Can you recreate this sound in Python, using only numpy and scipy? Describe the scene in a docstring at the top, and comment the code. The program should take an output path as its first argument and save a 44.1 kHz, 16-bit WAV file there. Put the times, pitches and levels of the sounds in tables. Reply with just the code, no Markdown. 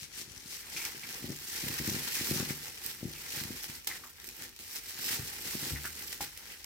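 """Cloth rustles and snaps, with soft thumps, as two small pets brush against a crinkly fabric tunnel.
Friction flips creases in the fabric, and its taut wall buckles and pushes the air. Claws rasp over
a knobbly rubber cushion; the wooden floor rings with a faint knock and, near the end, a loud one.
The small quiet room is heard through two close microphone ports."""
import sys
import numpy as np
from scipy import signal
from scipy.fft import rfft, irfft
from scipy.io import wavfile

SR = 44100
rng = np.random.default_rng(int(sys.argv[2]) if len(sys.argv) > 2 else 0)


def master_out(mix):
    """Clip the mix to full scale and print it as 16-bit PCM to the path in sys.argv[1]."""
    frames = np.transpose(np.atleast_2d(mix))
    ceiling = np.clip(frames, -1, 1)
    pcm = np.round(ceiling * 32767).astype(np.int16)
    wavfile.write(sys.argv[1], SR, pcm)


N = 293265

# the tunnel wall buckles under a paw or a flank: (time [s], relative level [dB], push width [ms])
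BUCKLES = [(.024, -44, 1.5), (.278, -45, 1.6), (0.31, -44, 1.7), (.368, -47, 1.5), (.459, -46.5, 0.99),
           (1.227, -36, .7), (1.243, -30, .75), (1.292, -34.5, 0.93), (1.303, -27.5, .8), (1.64, -32, 0.89),
           (1.667, -32.5, 0.83), (1.705, -33.5, 1.14), (1.801, -30.5, 1.2), (1.814, -32, 0.88),
           (1.878, -27, 1), (1.888, -26, 0.84), (1.917, -30.5, .91), (1.946, -30.5, 0.77),
           (1.965, -30.5, 0.67), (2.212, -31, .68), (2.313, -22, 0.73), (2.327, -33, 1.4),
           (2.363, -26.5, 0.93), (2.404, -24, 0.88), (2.428, -30, 0.73), (2.507, -26.5, 0.94),
           (3.03, -28, 0.68), (3.055, -25.5, 0.95), (3.084, -41, 1.3), (3.374, -37, 0.81),
           (3.415, -35, 1.15), (3.454, -34, 1.2), (3.507, -32, 0.74), (3.697, -38.5, 1.15),
           (5.195, -31, 1.75), (5.232, -36.5, 2.1), (5.553, -29, 0.69), (5.629, -35, 1.4), (5.72, -29, 2.5),
           (5.732, -28, 2.6), (5.748, -32, 2.5), (6.219, -38.5, 1.1)]
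# spectra of the cloth's bright crinkle and dull crumple: (frequency [Hz], gain [dB])
CRINKLE = [(200, -12), (700, -18.5), (1500, -9), (2400, -1), (3600, -4.5), (5300, 1.5), (7000, -1.5),
           (11000, 0.5), (16000, -6.5)]
CRUMPLE = [(150, -14.5), (450, -1), (660, -13), (830, -3), (1100, -6), (1500, -2.5), (2100, 2),
           (3000, -4.5), (4500, -6), (9000, -25)]


def from_db(db):
    """Amplitude ratio of a level in decibels."""
    return 10 ** (np.asarray(db) / 20)


def rms_one(x):
    """Normalisation to unit mean power."""
    return x / np.sqrt(np.mean(x ** 2) + 1e-20)


def in_time(points):
    """Linear interpolation of a curve at every sample."""
    return np.interp(np.arange(N) / SR, *np.transpose(points))


def at_bins(points, size):
    """Interpolation of a spectrum over log frequency, at the bins of a transform."""
    hz, value = np.transpose(points)
    return np.interp(np.log(np.fft.rfftfreq(size, 1 / SR) + 1), np.log(hz), value)


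def add(track, s, sound):
    """Superposition of a sound on a track, from s seconds on."""
    start = max(round(s * SR), 0)
    span = track[..., start:start + sound.shape[-1]]
    span += sound[..., :span.shape[-1]]


def convolve(x, response):
    """Linear filtering: convolution with one or two impulse responses."""
    return signal.oaconvolve(np.atleast_2d(x), np.atleast_2d(response), axes=1)[:, :N]


def passband(x, order, hz, kind):
    """Filtering with a maximally flat pass band."""
    return signal.sosfilt(signal.butter(order, hz, kind, fs=SR, output="sos"), x)


def colour(x, points, size=8192):
    """Minimum-phase filtering: folding the cepstrum makes the given spectrum causal."""
    cepstrum = irfft(np.log(from_db(at_bins(points, size))))
    cepstrum[1:size // 2] *= 2
    cepstrum[size // 2 + 1:] = 0
    return convolve(x, irfft(np.exp(rfft(cepstrum))))


def ring(x, hz, t60):
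    """Damped resonator: a unit impulse starts a decaying sine of height 1."""
    radius, angle = from_db(-60 / (t60 * SR)), 2 * np.pi * hz / SR
    return signal.lfilter([0, np.sin(angle)], [1, -2 * radius * np.cos(angle), radius ** 2], x + 1e-18)


def drift(per_s):
    """Random modulation of rms 1: straight lines between random values."""
    knots = rng.standard_normal(4000)
    return rms_one(np.interp(np.arange(N) / SR * per_s, np.arange(len(knots)), knots))


def clicks(per_s, spread_db):
    """Shot noise: random impulses of uneven size, scaled so that power is independent of rate."""
    sizes = from_db(spread_db * np.minimum(rng.exponential(1, N), 3)) * rng.choice([-1, 1], N)
    return sizes * (rng.random(N) < per_s / SR) / np.sqrt(per_s)


def stereo_noise(size):
    """Partial coherence: white noise, alike at both ports in the bass, nearly unrelated in the treble."""
    # left-right likeness of the sound field: (frequency [Hz], correlation [0-1])
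    likeness = [(50, 0.45), (300, 0.85), (640, 0.6), (1400, 0.43), (3000, 0), (16000, 0.16)]
    alike = np.clip(at_bins(likeness, size), 0, 1)
    mid, side = rfft(rng.standard_normal((2, size)))
    return irfft(np.sqrt(1 + alike) * mid + np.sqrt(1 - alike) * side * [[1], [-1]], size)


def room_hush(level_db):
    """Stationary noise: the quiet room's background, strongest in the bass."""
    # spectrum of the hush: (frequency [Hz], relative level [dB])
    spectrum = [(20, -20), (35, -12), (51, 10), (63, -6), (80, 4.5), (105, -7.5), (140, -14.5), (250, -15),
                (450, -20.5), (700, -22), (2000, -18), (6000, -22), (16000, -59)]
    return from_db(level_db) * rms_one(colour(stereo_noise(N), spectrum))


def room(x, wet_db, gap_s, t60=0.15, size=16384):
    """Reverberation: reflections follow the direct sound after a gap and decay exponentially."""
    t = np.arange(size) / SR
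    tail = stereo_noise(size) * from_db(-60 * t / t60) * (t > gap_s)
    return x + from_db(wet_db) * convolve(x, rms_one(tail) / np.sqrt(size))


def floor_knocks():
    """Modal vibration: a hard contact sets the floor boards ringing."""
    # blows on the floor: (time [s], level [dB])
    knocks = [(3.8721, -18), (6.2069, -3)]
    # modes of the boards: (frequency [Hz], gain [dB], t60 [s])
    modes = [(96, -40, 0.3), (350, -48, 0.051), (822, -34.5, 0.11), (884, -29.5, 0.019), (1020, -40, 0.044),
             (1380, -42, 0.057), (2150, -41, 0.095), (2470, -62, .05)]
    blows = np.zeros(N)
    for s, db in knocks:
        add(blows, s, from_db([db]))
    return sum(from_db(db) * ring(blows, hz, t60) for hz, db, t60 in modes)


def claw_rasps(fade_db, drag_db, ring_t60=.007, size=1024):
    """Repeated impact: a claw catches knob after knob, ringing ever weaker and mostly lower."""
    # rasps: (time [s], length [s], level [dB], start pitch [Hz], end pitch [Hz], catch rate [1/s])
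    rasps = [(0.763, 0.11, -30.5, 2300, 2320, 75), (1.033, 0.071, -36, 2120, 1900, 47),
             (2.162, .06, -29, 2050, 1970, 127), (3.141, 0.096, -43, 2470, 2300, 99),
             (3.902, 0.08, -31.5, 1970, 1870, 100), (4.038, 0.049, -34.5, 1370, 1120, 80),
             (5.759, 0.032, -32, 1920, 1700, 146), (5.842, 0.039, -28, 1710, 1500, 100)]
    out = np.zeros(N)
    for s, length, db, start_hz, end_hz, per_s in rasps:
        chance = rng.standard_normal((20, 3))
        drags = rng.standard_normal((20, size)) * np.linspace(1, 0, size) ** 2
        for k, (late, loud, sharp) in enumerate(chance):
            done = k / per_s / length
            if done < 1:
                hz = (start_hz + done * (end_hz - start_hz)) * (1 + .04 * sharp)
                catch = ring(signal.unit_impulse(size) + from_db(drag_db) * drags[k], hz, ring_t60)
                add(out, s + (k + 0.0964 * late) / per_s, catch * from_db(db - fade_db * done + 2 * loud))
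    return passband(out, 2, 900, "high")


def trembling(tremble_db, strain_db=-20, build_s=0.014, settle_s=0.023):
    """Power addition: the wall's amplitude from rubbing and from the strain around each buckle."""
    t, power = np.arange(N) / SR, from_db(tremble_db) ** 2
    for s, db, _ in BUCKLES:
        away = np.maximum((s - t) / build_s, (t - s) / settle_s)
        near = away < 10
        power[near] += from_db(db + strain_db) ** 2 * np.exp(-away[near])
    return np.sqrt(power)


def wall_thumps(tremble_db, buckle_db, leak_hz, flutter_hz):
    """Buckling: the trembling wall gives way, pushing and pulling the air once and exciting resonances."""
    # resonances of the tunnel and the room: (frequency [Hz], gain [dB], t60 [s])
    modes = [(75, 5, 0.94), (146.7, 6, 0.6), (258, -3.5, .22), (364, -1.5, 0.14), (404.3, -3.5, 0.075),
             (818, 13, 0.16)]
    out, ms = np.zeros(N), np.arange(-441, 442) / SR * 1000
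    for s, db, width_ms in BUCKLES:
        u = ms / width_ms
        add(out, s + ms[0] / 1000, -from_db(db + buckle_db) * u / (1 + u * u / 5) ** 3)
    flutter = passband(clicks(per_s=260, spread_db=4.5), 4, flutter_hz, "low")
    out += rms_one(flutter) * trembling(tremble_db)
    out = passband(out, 2, leak_hz, "high")  # the deepest part leaks from the open tunnel
    boom = sum(from_db(db) * 2 * np.log(1000) / (t60 * SR) * ring(out, hz, t60) for hz, db, t60 in modes)
    return out + boom


def rubbing(edge_db=19.5, roundness=1.53):
    """Incoherent sum: leaning and strokes add in power to give crinkle, crumple and tremble levels."""
    # steady rustle of a body leaning on the tunnel: (time [s], level [dB])
    leaning = [(0, -54), (.45, -52), (.95, -47.5), (1.35, -51), (1.66, -39.5), (2.05, -38.5), (2.45, -40.5),
               (2.62, -47), (3.08, -50), (3.27, -45.5), (3.72, -45.5), (3.82, -55.5), (4.15, -56.5),
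               (4.55, -58.5), (5.02, -43), (5.7, -43.5), (5.8, -48), (6.65, -53.5)]
    # a paw or a flank brushes the cloth: (peak time [s], swell [s], fade [s], crinkle level [dB],
    # crumple re crinkle [dB], wall tremble re crinkle [dB])
    strokes = [(.025, 0.061, 0.08, -43.5, -31, -29), (.21, 0.11, 0.054, -39.5, -13.5, -21),
               (.4, 0.29, 0.19, -56.5, -22, -6.5), (.54, 0.16, 0.13, -43.5, -31, -24),
               (.78, 0.11, 0.15, -39, -9, -17.5), (.86, 0.067, .06, -41.5, 0, -22),
               (.96, .07, .07, -51, -12, -5.5), (1.12, 0.12, 0.34, -44.5, -3.5, -13),
               (1.582, 0.24, 0.063, -39, -14, -17), (2.178, 0.1, 0.15, -34.5, -13.5, -31),
               (2.369, 0.26, .1, -36.5, -8.5, -25), (2.51, 0.038, 0.036, -39, -3, -17),
               (2.659, .05, 0.06, -46.5, -1, -20), (2.859, 0.069, 0.14, -41, -10, -16.5),
               (3.212, .08, 0.043, -48, -9.5, -28), (3.381, .17, 0.092, -41, -5.5, -19),
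               (3.75, 0.038, 0.087, -46.5, -8, -18), (3.89, 0.034, 0.2, -45, -4.5, -11),
               (4.28, .11, 0.13, -50.5, -6.5, -11), (4.43, 0.11, 0.1, -46.5, -5, -10.5),
               (4.6, 0.012, .09, -46.5, -8, -13.5), (4.761, 0.16, .07, -42.5, -6.5, -25),
               (4.898, 0.026, 0.043, -43.5, -21, -27), (5.139, 0.17, 0.066, -34, -7.5, -16),
               (5.281, 0.021, 0.077, -44.5, -10, -27), (5.459, .03, 0.2, -39.5, -11.5, -12),
               (5.681, 0.2, .11, -37.5, -10.5, -6), (5.859, 0.035, 0.05, -42, -7, -7),
               (5.988, 0.073, 0.27, -45, -9, -12.5), (6.12, 0.02, 0.059, -42, -11, -14),
               (6.219, 0.017, 0.082, -39.5, -6, -13), (6.52, 0.24, .06, -51, -2.5, -13.5)]
    t = np.arange(N) / SR
    power = from_db(in_time(leaning) + np.array([[0], [-6], [-16.5]])) ** 2  # crinkle, crumple, tremble
    for s, swell_s, fade_s, db, crumple_db, tremble_db in strokes:
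        away = np.maximum((s - t) / swell_s, (t - s) / fade_s)
        near = away < 2
        stroke_db = db - edge_db * away[near] ** roundness
        power[:, near] += from_db(stroke_db + np.array([[0], [crumple_db], [tremble_db]])) ** 2
    return 10 * np.log10(power)


def crack(decay_ms, size=2048):
    """Snap-through: one crease flips and radiates a brief burst of noise."""
    u = np.arange(size) / SR * 1000 / decay_ms
    return stereo_noise(size) * np.exp(-u) * (.5 + u)


def crease_snaps(rubbing_db, large_db, body_db, small_per_s=40):
    """Elastic release: large creases flip singly and shake the cloth; small ones flip at random."""
    # large creases: (time [s], relative level [dB], decay [ms])
    snaps = [(0.031, -27.5, 0.84), (0.214, -27.5, 0.44), (0.46, -39, 0.74), (0.527, -33, 2.8),
             (0.8511, -21.5, 1.1), (1.619, -29, .69), (1.741, -22, .4), (2.016, -41, 0.45),
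             (3.437, -24, 0.69), (3.642, -24.5, .8), (3.846, -33.5, .54), (3.8717, -21, 2.4),
             (3.874, -23.5, 1.9), (3.881, -32, .84), (3.888, -32, 1.5), (4.1995, -33.5, 1),
             (4.243, -31, 0.76), (4.289, -26.5, 0.48), (4.423, -28, 0.67), (4.438, -30, .78),
             (4.563, -36.5, 1), (4.5899, -32.5, 1.2), (5.835, -30, 0.67), (6.127, -27, 2.3),
             (6.209, -28.5, 3.7), (6.374, -32.5, 1.9), (6.644, -27, .58)]
    out = np.zeros((2, N))
    for s, db, decay_ms in snaps:
        add(out, s, from_db(db + large_db) * crack(decay_ms))
    for i in rng.integers(0, N, round(small_per_s * N / SR)):
        small_db = rubbing_db[i] + 5.5 + 2 * rng.standard_normal()
        add(out, i / SR, from_db(small_db) * crack(decay_ms=0.32))
    return colour(out, CRINKLE) + from_db(body_db) * colour(out, CRUMPLE)


def folds(flips, low_hz, high_hz, wander_db, count=12):
    """Impulse excitation: each flip sounds one fold, with its own octave band and wandering level."""
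    fold, out = rng.integers(0, count, N), 0
    for k, hz in enumerate(np.geomspace(low_hz, high_hz, count)):
        octave = [hz / np.sqrt(2), min(hz * np.sqrt(2), .45 * SR)]
        burst = passband(crack(decay_ms=np.sqrt(500 / hz)), 1, octave, "band")
        voice = rms_one(burst) * np.sqrt(hz)
        out = out + convolve(flips * (fold == k) * from_db(wander_db * drift(per_s=22)), voice)
    return rms_one(out)


def cloth_rustle(crinkle_db, crumple_db, per_s, crowding, catch_db, hiss_db, bright_db):
    """Stick-slip friction: cloth catches and lets go over a hiss; harder rubbing flips more creases."""
    flip_rate = per_s * from_db(crowding * (crinkle_db - np.median(crinkle_db)))
    catching = from_db(catch_db * drift(per_s=130))
    fine = folds(clicks(flip_rate, spread_db=3.0), low_hz=2020, high_hz=14900, wander_db=5.0)
    fine = rms_one(catching * (fine + from_db(hiss_db) * stereo_noise(N)))
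    coarse = folds(clicks(flip_rate, spread_db=2.0), low_hz=482, high_hz=2640, wander_db=3.0)
    crinkle = colour(fine * from_db(crinkle_db + bright_db), CRINKLE)
    crumple = rms_one(colour(coarse * catching, CRUMPLE)) * from_db(crumple_db)
    return crinkle + crumple


def scene():
    """Superposition: cloth, thumps, claws and knocks reverberate in the room, over its hush."""
    crinkle_db, crumple_db, tremble_db = rubbing()
    cloth = cloth_rustle(crinkle_db, crumple_db, per_s=2600, crowding=.6,
                         catch_db=1.26, hiss_db=-1, bright_db=2.5)
    cloth = room(cloth, wet_db=-13, gap_s=.004)
    thumps = wall_thumps(tremble_db, buckle_db=4.5, leak_hz=102, flutter_hz=411)
    thumps = room(thumps, wet_db=-9.5, gap_s=0.0114)
    hush = room_hush(level_db=-61.5)
    contacts = floor_knocks() + claw_rasps(fade_db=10.5, drag_db=-22.5)
    contacts = contacts + crease_snaps(crinkle_db, large_db=-3.5, body_db=-4)
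    return hush + room(contacts, wet_db=-6, gap_s=0.0062) + thumps + cloth


def record(dry):
    """Port resonance colours each channel; the right starts dull, and both are band-limited."""
    # responses of the two ports: (frequency [Hz], gain [dB])
    left_port = [(500, 0.5), (1800, -1.5), (4000, 3), (5200, 2.5), (5850, 6), (6500, 2.5), (8000, 2.5),
                 (10500, -1), (12000, -10.5), (14000, 2.5), (15700, -11)]
    right_port = [(500, -3.5), (1000, -4), (2100, 2), (4000, 5), (5350, 3.5), (5950, -9), (6600, 0.5),
                  (9500, 1), (11300, -0.5), (13700, 10.5), (15700, 6)]
    # the treble on the right opens up: (time [s], level [dB])
    right_treble = [(0, -11.5), (.45, -9), (.6, -5.5), (1.05, -3.2), (1.3, -2.6)]
    left, right = colour(dry[0], left_port), colour(dry[1], right_port)
    muffled = passband(right, 1, 3000, "low")
    right = muffled + from_db(in_time(right_treble)) * (right - muffled)
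    heard = passband(np.vstack([left, right]), 4, 40, "high")
    return signal.sosfilt(signal.ellip(12, .2, 80, 15900, fs=SR, output="sos"), heard)


dry = scene()
out = record(dry)
master_out(out)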